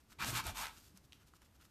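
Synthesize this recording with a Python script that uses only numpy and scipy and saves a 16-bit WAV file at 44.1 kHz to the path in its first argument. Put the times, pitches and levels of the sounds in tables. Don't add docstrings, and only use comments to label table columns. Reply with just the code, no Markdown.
import sys
import numpy as np
from scipy import signal
from scipy.fft import rfft, irfft
from scipy.io import wavfile

SR = 44100
rng = np.random.default_rng(int(sys.argv[2]) if len(sys.argv) > 2 else 0)


def dump(signal):
    limited = np.clip(np.atleast_2d(signal).T, -1, 1)
    pcm = np.round(limited * 32767).astype(np.int16)
    wavfile.write(sys.argv[1], SR, pcm)


N = 74970
T = np.arange(N) / SR


def amp(db):
    return 10 ** (np.asarray(db) / 20)


def unit_rms(x):
    return x / np.sqrt(np.mean(x ** 2))


def resonate(x, hz, width_hz):
    g, damping = np.tan(np.pi * min(hz / SR, .45)), width_hz / hz
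    loss = g * damping
    return signal.lfilter([loss, 0, -loss], [1 + loss + g * g, 2 * g * g - 2, 1 - loss + g * g], x)


def colour(x, spectrum, size=8192):
    hz, db = np.array(spectrum).T
    f = np.maximum(np.arange(size // 2 + 1) * SR / size, 1)
    cepstrum = irfft(np.log(amp(np.interp(np.log(f), np.log(hz), db))))
    cepstrum[1:size // 2] *= 2
    cepstrum[size // 2 + 1:] = 0
    response = irfft(np.exp(rfft(cepstrum)))
    return unit_rms(irfft(rfft(x) * rfft(response, N), N))


def grains(per_s, spread_db):
    impulses = (rng.random(N) < per_s / SR) * rng.choice([-1, 1], N)
    return impulses * amp(spread_db * np.clip(rng.standard_normal(N), -2, 2))


def stroke(start, rise, hold, fall):
    attack = np.clip((T - start) / rise, 0, 1) ** 0.98
    return attack * amp(-27 * np.maximum(T - start - rise - hold, 0) / fall)


# f/Hz, level/dB
HUSH_SPECTRUM = [(20, -15.5), (40, -12), (70, 1.5), (110, -6.5), (170, -11), (270, -11), (450, -18.5),
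                 (800, -19.5), (1300, -21.5), (2200, -25), (5000, -28), (10000, -31.5), (14000, -31)]
def room_hush():
    return amp(-70) * colour(rng.standard_normal(N), HUSH_SPECTRUM)


def reverberate(x, t60_s=0.33, gap_s=0.0058):
    tail = rng.standard_normal(N) * (T > gap_s) * amp(-60 * T / t60_s)
    tail = tail / np.sqrt(np.sum(tail ** 2))
    tail = signal.lfilter(*signal.butter(1, 6040, fs=SR), tail)
    return x + amp(-9.5) * signal.fftconvolve(x, tail)[:N]


# f/Hz, level/dB
RUMBLE_SPECTRUM = [(20, -36.5), (42, 0), (62, 2.5), (80, 0), (120, -3), (190, -4.5), (280, -7.5),
                   (420, -15.5), (600, -24), (1200, -28.5), (4000, -70.5)]
# t/s, level/dB
RUMBLE_ENVELOPE = [(0, -75), (.17, -68), (.21, -50), (.27, -48), (.35, -50.5), (.42, -56), (.5, -56.5),
                   (.58, -60), (.7, -67.5), (.8, -69), (1.1, -70.5), (1.7, -72.5)]
# t/s, peak level/dB, f/Hz, rise/s, decay/s
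LANDINGS = [(0.266, -46.5, 260, 0.0036, 0.018), (0.282, -42, 116.5, 0.0086, 0.056),
            (.325, -42.5, 118.4, 0.016, 0.033), (.328, -43, 353, 0.0013, 0.0036),
            (0.449, -48, 348, 0.0034, 0.0073), (0.453, -42.5, 64.4, 0.013, 0.021),
            (0.476, -39.5, 91, 0.0095, 0.015), (0.522, -47.5, 45.7, 0.0057, 0.071),
            (0.941, -57.5, 189, 0.0039, 0.021), (1.048, -59, 108, 0.0012, 0.0072)]
def floor_thumps():
    out = colour(rng.standard_normal(N), RUMBLE_SPECTRUM) * amp(np.interp(T, *np.array(RUMBLE_ENVELOPE).T))
    for start, db, hz, rise, decay in LANDINGS:
        age = np.maximum(T - start, 0)
        envelope = np.minimum(age / rise, 1) * np.exp(-np.maximum(age - rise, 0) / decay)
        out += amp(db) * envelope * np.sin(2 * np.pi * hz * age)
    return out


# f/Hz, level/dB
FUR_SPECTRUM = [(500, -6.5), (1400, -7.5), (2200, -2.5), (4700, 4.5), (7500, 3), (10300, -1.5), (14000, 2)]
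RUB_SPECTRUM = [(300, -4.5), (600, -16.5), (900, -8), (1400, 1), (1900, -9.5), (3000, -5.5), (8000, -31)]
# t/s, rise/s, hold/s, fall/s, fur level/dB, rub level/dB
FUR_STROKES = [(-.02, 0.021, 0.012, 0.03, -74, -78), (0.082, 0.041, 0.0075, 0.021, -62, -63),
               (0.683, 0.051, 0.11, 0.082, -66, -77.5), (0.747, 0.021, 0.013, 0.044, -66, -74),
               (0.829, 0.032, 0.023, 0.14, -70, -81.5), (0.942, 0.031, 0.007, 0.012, -67, -68.5),
               (1.026, 0.022, 0.0071, 0.014, -69.5, -82), (1.116, 0.0089, 0.021, 0.1, -70, -76.5),
               (1.186, 0.025, 0.023, 0.017, -75.5, -73), (1.261, 0.014, 0.007, 0.038, -67.5, -75),
               (1.336, 0.022, 0.01, 0.018, -67.5, -77), (1.411, .01, 0.0083, 0.019, -69.5, -69),
               (1.438, 0.015, 0.0096, 0.021, -69.5, -74), (1.534, 0.024, 0.0062, 0.015, -70.5, -83),
               (1.591, 0.025, 0.0094, 0.028, -67.5, -68), (1.635, 0.011, 0.0085, 0.032, -66, -72.5)]
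def fur_brushes():
    fur = colour(grains(per_s=7000, spread_db=6), FUR_SPECTRUM)
    rub = colour(grains(per_s=2000, spread_db=8), RUB_SPECTRUM)
    return sum(stroke(*timing) * (amp(fur_db) * fur + amp(rub_db) * rub)
               for *timing, fur_db, rub_db in FUR_STROKES)


# t/s, peak level/dB, f/Hz, bandwidth/Hz, crunch decay/s
CONTACTS = [(0.2238, -37.5, 1700, 3400, 0.00088), (0.236, -34, 1430, 2000, 0.002),
            (0.2461, -27, 1500, 2500, 0.0013), (0.467, -32, 10400, 8900, 0.0018),
            (0.571, -33.5, 2580, 2970, 0.0025), (0.6566, -32, 1730, 3500, 0.0004),
            (0.6686, -31, 1500, 2620, 0.00085), (0.6837, -38.5, 2000, 3970, 0.00046),
            (0.974, -44.5, 7050, 4970, 0.0011), (0.9729, -58.5, 1470, 600, 0.0027),
            (0.975, -47.5, 9500, 7000, 0.00048), (1.123, -44, 3420, 1300, 0.00086),
            (1.1307, -44, 2950, 850, 0.0014), (1.2115, -65, 2000, 4000, 0.0006),
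            (1.337, -51.5, 1330, 525, 0.0016), (1.419, -50.5, 1800, 4020, 0.0009),
            (1.6276, -57.5, 3000, 3980, 0.00056)]
def claw_ticks():
    out = np.zeros(N)
    bass_cut = signal.butter(2, 620, "high", fs=SR, output="sos")
    for start, db, hz, width, decay in CONTACTS:
        force = amp(-7.5) * rng.standard_normal(N) * (T >= start) * np.exp(-np.abs(T - start) / decay)
        force[int(start * SR)] += 1
        ring = resonate(resonate(force, hz, width), hz, 6.8 * width)
        edge = amp(-19.5) * resonate(force, hz=4700, width_hz=6400)
        snap = signal.sosfilt(bass_cut, ring + edge)
        out += amp(db) * snap / np.abs(snap).max()
    return out


# f/Hz, bandwidth/Hz, level/dB
MAT_MODES = [(901, 33, 5.5), (1064, 10.6, 7.5), (1262, 47, 1), (1373, 56, -4), (1590, 27, -5),
             (2338, 50, 6.5), (2680, 120, -6.5)]
# f/Hz, level/dB
RASP_SPECTRUM = [(300, -40), (520, -28.5), (800, -12), (1100, 1.5), (1450, 1), (1800, -2.5), (2350, -3.5),
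                 (3000, -4), (3900, -4.5), (5500, -11.5), (9000, -17.5), (14000, -49)]
STRAW_SPECTRUM = [(300, -8.5), (700, -1.5), (1500, -3), (3000, 2.5), (5000, 1), (8000, 2), (10300, -3),
                  (12000, 0.5), (14000, -2.5)]
# t/s, rise/s, hold/s, fall/s, rasp level/dB, rasp cutoff f/Hz, hiss level/dB,
# ring f/Hz, ring level/dB
PAW_STROKES = [(0.183, 0.041, 0.012, 0.04, -40, 6800, -48, 1095, -52.5),
               (0.234, 0.04, 0.027, 0.085, -47.5, 9000, -41.5, 690, -55),
               (0.319, 0.043, 0.015, 0.045, -40, 8000, -41, 1100, -55),
               (0.353, 0.013, 0.038, 0.03, -43.5, 9000, -46.5, 1110, -48.5),
               (0.419, 0.022, 0.026, 0.019, -55.5, 9000, -54.5, 1010, -74),
               (0.442, 0.028, 0.022, 0.057, -45.5, 9000, -47, 744, -50),
               (0.538, 0.048, 0.038, 0.11, -47.5, 7060, -45, 1011, -47),
               (0.597, 0.039, 0.018, 0.066, -44.5, 3600, -71, 910, -50.5)]
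def paw_scrapes():
    out = np.zeros(N)
    for *timing, rasp_db, cutoff_hz, hiss_db, ring_hz, ring_db in PAW_STROKES:
        catches = grains(per_s=5000, spread_db=2)
        detune = 1 + .03 * rng.uniform(-1, 1)
        mat = catches + sum(amp(db) * resonate(catches, hz * detune, width) for hz, width, db in MAT_MODES)
        treble_cut = signal.butter(2, cutoff_hz, fs=SR)
        rasp = unit_rms(signal.lfilter(*treble_cut, colour(mat, RASP_SPECTRUM)))
        ring_width = 0.47 * ring_hz
        ring = unit_rms(resonate(resonate(mat, ring_hz, ring_width), ring_hz, ring_width))
        hiss = colour(grains(per_s=12000, spread_db=5), STRAW_SPECTRUM)
        out += stroke(*timing) * (amp(rasp_db) * rasp + amp(ring_db) * ring + amp(hiss_db) * hiss)
    return out


def scene():
    hush = room_hush()
    mat = reverberate(paw_scrapes() + fur_brushes() + claw_ticks())
    return (hush + mat + floor_thumps())[None]


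def record(dry):
    return signal.sosfilt(signal.ellip(10, .2, 70, 13900, fs=SR, output="sos"), dry)


dry = scene()
out = record(dry)
dump(out)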